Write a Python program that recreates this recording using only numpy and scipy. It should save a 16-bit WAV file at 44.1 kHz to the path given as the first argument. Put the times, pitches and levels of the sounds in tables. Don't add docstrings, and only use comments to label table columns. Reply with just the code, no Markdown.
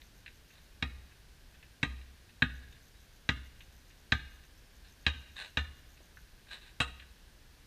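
import sys
import numpy as np
from scipy import signal
from scipy.fft import rfft, irfft, next_fast_len
from scipy.io import wavfile

SR = 44100
rng = np.random.default_rng(int(sys.argv[2]) if len(sys.argv) > 2 else 0)


def wav_record(signal):
    frames = np.transpose(np.atleast_2d(signal))
    bounded = np.clip(frames, -1, 1)
    quanta = np.round(bounded * 32767).astype(np.int16)
    wavfile.write(sys.argv[1], SR, quanta)


N = 337806
TIME = np.arange(N) / SR
AGE = TIME[:SR]

# (frequency [Hz], relative level per Hz [dB])
GRIT_COLOUR = [(200, -26), (450, -12.5), (800, -8.5), (1200, -7.5), (1380, -13.5), (1600, 5), (2200, -7),
               (2650, 0.5), (3250, -8.5), (3750, 2.5), (4100, 1), (4500, -13.5), (5500, -23), (8500, -19),
               (14000, -43)]


def from_db(db):
    return 10 ** (np.asarray(db) / 20)


def rms_one(x):
    return x / np.sqrt(np.mean(x ** 2) + 1e-20)


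def at_level(x, db):
    return x * from_db(db) * np.sqrt(0.03 * SR / (np.sum(x ** 2) + 1e-20))


def add(track, s, sound):
    start = max(round(s * SR), 0)
    track[start:start + len(sound)] += sound[:N - start]


def band(x, low_hz, high_hz, order=2):
    sos = signal.butter(order, [low_hz, high_hz], "band", fs=SR, output="sos")
    return signal.sosfilt(sos, x)


def coloured(x, spectrum):
    hz, db = np.transpose(spectrum)
    size = next_fast_len(len(x))
    bins = np.maximum(np.fft.rfftfreq(size, 1 / SR), 1)
    gain = from_db(np.interp(np.log(bins), np.log(hz), db))
    return rms_one(irfft(rfft(x, size) * gain, size)[:len(x)])


def fade(t60, delay=0):
    return (AGE >= delay) * np.exp(-np.log(1000) * np.maximum(AGE - delay, 0) / t60)


def mode(hz, t60, delay=0):
    return np.sin(2 * np.pi * hz * (AGE - delay)) * fade(t60, delay)


def resonate(x, hz, width):
    r = np.exp(-np.pi * width / SR)
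    feed = np.array([1, 0, -1]) * (1 - r * r) / 2
    feedback = [1, -2 * r * np.cos(2 * np.pi * hz / SR), r * r]
    return signal.lfilter(feed, feedback, x + 1e-18)


def flicker(per_s, db, size):
    return from_db(db * np.interp(TIME[:size] * per_s, np.arange(SR), rng.standard_normal(SR)))


def near_walls(t60):
    hits = rng.random(SR) < 2500 / SR
    echoes = rng.standard_normal(SR) * hits * fade(t60, delay=0.0056)
    return echoes / np.linalg.norm(echoes)


def yard(fence_s=0.07, fence_share=0.29, lumps_per_s=70, lumps_db=2):
    # (frequency [Hz], time to fall by 60 dB [s])
    ring_times = [(100, 1), (300, 0.66), (900, 0.87), (1700, 0.84), (3500, 0.7), (6000, 1), (12000, 0.45)]
    hz, t60 = np.transpose(ring_times)
    edges = np.geomspace(80, 16000, 8)
    tail = np.zeros(SR)
    for low, high in zip(edges, edges[1:]):
        band_t60 = np.interp(np.log(low * high) / 2, np.log(hz), t60)
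        tail += band(rng.standard_normal(SR), low, high) * fade(band_t60, delay=0.012)
    tail = tail * flicker(lumps_per_s, lumps_db, size=SR)
    fence = rng.standard_normal(SR) * fade(t60=0.13, delay=fence_s)
    tail_part = np.sqrt(1 - fence_share) * tail / np.linalg.norm(tail)
    return tail_part + np.sqrt(fence_share) * fence / np.linalg.norm(fence)


def reflections(sound, near_db, yard_db):
    response = from_db(near_db) * near_walls(t60=0.12) + from_db(yard_db) * yard()
    return signal.fftconvolve(sound, response)[:len(sound)]


def outdoors(sound, near_db, yard_db):
    return sound + reflections(sound, near_db, yard_db)


def hush():
    # (frequency [Hz], relative level per Hz [dB])
    hush_colour = [(10, -92.5), (30, -76), (60, -78.5), (100, -87), (220, -94.5), (650, -102), (1330, -105),
                   (1600, -98), (1950, -103), (4300, -104), (6300, -108.5), (7500, -112), (14300, -114),
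                   (15300, -120)]
    # (frequency [Hz], width [Hz], level [dB])
    whine_bands = [(4740, 110, -90.5), (9530, 220, -84.5), (14100, 300, -94)]
    out = from_db(-58) * coloured(rng.standard_normal(N), hush_colour)
    for hz, width, db in whine_bands:
        out += from_db(db) * rms_one(resonate(rng.standard_normal(N), hz, width))
    return out


def chirring():
    # (start [s], end [s])
    bouts = [(0, 0.6), (2.53, 6.25)]
    # (frequency [Hz], width [Hz], level before the pulses shape it [dB])
    noise_bands = [(6280, 850, -70), (12800, 490, -73)]
    chirps_per_s, chirp_s, pulses_per_s = 6.9, 0.05, 75
    chirps = np.zeros(N)
    for start, end in bouts:
        for s in np.arange(start, end, 1 / chirps_per_s):
            length = chirp_s * rng.uniform(0.5, 1.5)
            pulses = (AGE < length) * np.sin(np.pi * pulses_per_s * AGE) ** 2
            add(chirps, s + rng.random() * chirp_s, pulses)
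    noise = np.zeros(N)
    for hz, width, db in noise_bands:
        noise += from_db(db) * rms_one(band(rng.standard_normal(N), hz - width / 2, hz + width / 2))
    return chirps * noise


def bird():
    # (time [s], length [s], start pitch [Hz], end pitch [Hz], peak level before reflection [dB])
    notes = [(2.92, 0.082, 3740, 4000, -70), (4.5, 0.14, 5210, 5500, -76), (4.61, .09, 5400, 5200, -78),
             (4.842, 0.072, 5450, 5120, -72)]
    out = np.zeros(N)
    for s, length, start_hz, end_hz, db in notes:
        progress = np.minimum(AGE / length, 1)
        phase = 2 * np.pi * np.cumsum(start_hz + (end_hz - start_hz) * progress) / SR
        add(out, s, from_db(db) * np.sin(np.pi * progress) * np.sin(phase))
    return reflections(out, near_db=-1, yard_db=-8)


def drag(length_s):
    attack_s, sag_db_per_s, release_t60 = 0.0067, 32, 0.17
    lift = np.exp(-np.log(1000) * np.maximum(AGE - length_s, 0) / release_t60)
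    return np.minimum(AGE / attack_s, 1) * from_db(-sag_db_per_s * AGE) * lift


def scuffs(grains_per_s):
    # (time [s], length before the lift [s], level before easing off [dB])
    drags = [(0.526, 0.054, -65), (4.837, .06, -63.5), (5.359, 0.099, -45.5), (6.48, 0.028, -59),
             (6.507, 0.046, -48), (6.609, 0.083, -58)]
    pressure = np.zeros(N)
    for s, length_s, db in drags:
        add(pressure, s, from_db(db) * drag(length_s))
    stones = (rng.random(N) < grains_per_s / SR) * rng.laplace(size=N)
    slips = flicker(per_s=100, db=1.2, size=N)
    return pressure * slips * coloured(stones, GRIT_COLOUR)


def soft_steps():
    step_s, jitter_s = 0.55, 0.097
    level_db, centre_hz, t60 = -55.5, 2190, 0.079
    paces = np.arange(step_s, TIME[-1] - step_s, step_s)
    return [(s + rng.normal(0, jitter_s), level_db, centre_hz, t60) for s in paces]


def taps(relative_width, rise_share):
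    # (time [s], level before rise and fade [dB], centre frequency [Hz], time to fall by 60 dB [s])
    touches = [(0.017, -43, 2430, 0.02), (0.2609, -37.5, 2080, 0.03), (0.278, -42.5, 2170, 0.037),
               (1.626, -46.5, 1990, 0.054), (2.0123, -48, 2280, 0.037), (2.6256, -48, 1590, 0.044),
               (2.7247, -49, 2860, 0.038), (3.605, -44.5, 2430, 0.057), (6.003, -50.5, 333, 0.041),
               (6.1709, -43.5, 1440, 0.027), (6.468, -50, 1690, 0.043), (6.995, -42, 2460, 0.048),
               (7.019, -50, 1790, 0.07)]
    out = np.zeros(N)
    for s, db, hz, t60 in touches + soft_steps():
        grain = coloured(rng.standard_normal(SR), GRIT_COLOUR)
        width = relative_width * hz
        centre = rms_one(resonate(resonate(grain, hz, width), hz, width))
        rise = 1 - fade(rise_share * t60)
        add(out, s, from_db(db) * centre * fade(t60) * rise)
    return out


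def boom(boom_db, arrives_s=0.0276):
    hum = mode(hz=63.9, t60=0.72, delay=arrives_s) * (1 - fade(t60=0.085, delay=arrives_s))
    return at_level(hum, boom_db + 9.0)


def pulse(hz, at_s):
    u = (np.pi * hz * (AGE - at_s)) ** 2
    return (1 - 2 * u) * np.exp(-u)


def thump(thump_db, heave_db):
    squash = pulse(hz=182.5, at_s=0.00514)
    spring_back = 0.5 * pulse(hz=155, at_s=0.01034)
    flex = squash - spring_back - 0.42 * mode(hz=254, t60=0.022, delay=0.0012)
    heave = mode(hz=73.4, t60=0.29, delay=0.0008) * (1 - fade(t60=0.037))
    return at_level(flex, thump_db + 0.5) + at_level(heave, heave_db + 5.0)


def ping():
    # (frequency [Hz], level before the bounce's own change [dB], 60 dB fall [s])
    air_modes = [(940, -68, .3), (1590, -60, .55), (2525, -64, .45), (2842, -52.5, .8), (3225, -63, .5),
                 (3483, -62, .5), (4037, -61, .5)]
    return sum(from_db(db + rng.normal(0, 1.0)) * mode(hz, t60) for hz, db, t60 in air_modes)


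def contact(t60, hold_s):
    rise = 1 - np.exp(-(AGE / 0.00032) ** 2)
    return rise * np.exp(-np.log(1000) * np.maximum(AGE - hold_s, 0) / t60)


def slap(knock_db, slap_db, spot_hz, spot_db, grit_db, grit_hz, detune):
    zone_edges = [400, 870, 1400, 1800, 2200, 3050, 4400]
    zone_levels = [-46.5, -43, -37, -41.5, -36, -35]
    # (frequency [Hz], relative level within its zone [dB], 60 dB fall [s])
    skin_modes = [(474, -9, 0.061), (652, -10, 0.043), (814, -8.5, 0.049), (934, -9, 0.077),
                  (1119, -3.5, 0.035), (1229, -4, 0.13), (1280, -12.5, 0.12), (1582, -7, 0.0227),
                  (1717, -7.5, 0.019), (1889, 10, 0.019), (2175, 5, 0.0057), (2226, 2.5, 0.013),
                  (2502, 5.5, 0.024), (2684, 6.5, 0.011), (2816, 2, 0.024), (3228, 2, 0.022),
                  (3420, -3.5, 0.024), (3742, 5.5, 0.02), (3968, 4.5, 0.017), (4210, -10.5, 0.009)]
    # (frequency [Hz], relative level per Hz [dB])
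    crunch_colour = [(4400, 11), (5500, 2), (6800, -1), (8400, -1), (9300, -9.5), (14000, -8)]
    skin = np.zeros(SR)
    for k, (low, high, usual_db) in enumerate(zip(zone_edges, zone_edges[1:], zone_levels)):
        zone = np.zeros(SR)
        for hz, db, t60 in skin_modes:
            if low <= hz < high:
                pitch = hz + rng.normal(0, detune / t60)
                tone = np.sin(2 * np.pi * (pitch * AGE + rng.random()))
                zone += from_db(db + rng.normal(0, 0.95)) * tone * contact(t60, hold_s=0.005)
        change_db = knock_db if k < 2 else slap_db
        skin += at_level(zone, usual_db + change_db)
    spot = (from_db(spot_db) - 1) * resonate(skin, spot_hz, width=350)
    noise = coloured(rng.standard_normal(SR), crunch_colour)
    crunch = band(noise, zone_edges[-1], 12000, order=3) * contact(t60=0.031, hold_s=0.0017)
    return skin + spot + at_level(resonate(crunch, grit_hz, width=2600), grit_db)


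def follow(law, thump_db, distance_m):
    usual_db, share, db_per_doubling = law
    usual_distance_m, usual_thump_db = 5, -37
    force_db = share * (thump_db - usual_thump_db)
    return usual_db + force_db + db_per_doubling * np.log2(distance_m / usual_distance_m)


def dribble(count=2):
    # (time [s], distance [m], thump level [dB], hollow knock above usual [dB], bright slap above usual [dB],
    #  pitch the landing spot favours [Hz], its boost [dB], grit level [dB], grit pitch [Hz],
    #  near-wall share [dB])
    bounces = [(0.8245, 12, -38.5, -2, -4, 2140, 6, -52, 4670, -8),
               (1.8295, 20, -34, -0.5, -3, 2070, 11.2, -50, 6700, -8),
               (2.4211, 9.8, -32.5, -1, 1, 1670, 12.4, -56, 7500, -10.5),
               (3.2899, 6, -34, 0.5, -0.5, 1900, 10.6, -46.5, 5800, -9.5),
               (4.1206, 3.8, -35, 2, 3, 1620, 7.6, -45, 5400, -10),
               (5.0646, 3.1, -38.5, 0.5, 3.5, 2870, 5.1, -44.5, 4700, -6.5),
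               (5.571, 3.7, -41.5, 0.5, 0, 1800, 2.8, -51.5, 6000, -5.5),
               (6.802, 6.1, -38, 4, -0.5, 2780, 4.5, -46.5, 8300, -0.5)]
    # (usual level [dB], share of the thump's change [dB per dB], change per doubling of distance [dB])
    heave_law = (-40.5, 0.178, -5.5)
    boom_law = (-48.5, 0.59, 2.1)
    ping_law = (-1.6, 0.27, -5)
    out = np.zeros(N)
    for (s, distance_m, thump_db, knock_db, slap_db, spot_hz, spot_db,
         grit_db, grit_hz, near_db) in bounces:
        heave_db = follow(heave_law, thump_db, distance_m)
        boom_db = follow(boom_law, thump_db, distance_m)
        ping_db = follow(ping_law, thump_db, distance_m)
        blow = (knock_db, slap_db, spot_hz, spot_db, grit_db, grit_hz)
        yard_db = -16 + 0.5 * near_db
        direct = slap(*blow, detune=0.75) + from_db(ping_db) * ping()
        scattered = np.zeros(SR)
        for _ in range(count):
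            scattered += reflections(slap(*blow, detune=2.05), near_db, yard_db) / np.sqrt(count)
        low = outdoors(thump(thump_db, heave_db), near_db=-5.5, yard_db=-16)
        add(out, s, direct + scattered + low + boom(boom_db))
    return from_db(-1.68) * out


def scene():
    background = hush() + chirring() + bird()
    player = taps(relative_width=0.78, rise_share=0.36) + scuffs(grains_per_s=3600)
    return (background + outdoors(player, near_db=-8, yard_db=-23) + dribble())[None]


def record(dry):
    sos = signal.ellip(14, 0.1, 80, 15300, fs=SR, output="sos")
    return signal.sosfilt(sos, dry)


dry = scene()
out = record(dry)
wav_record(out)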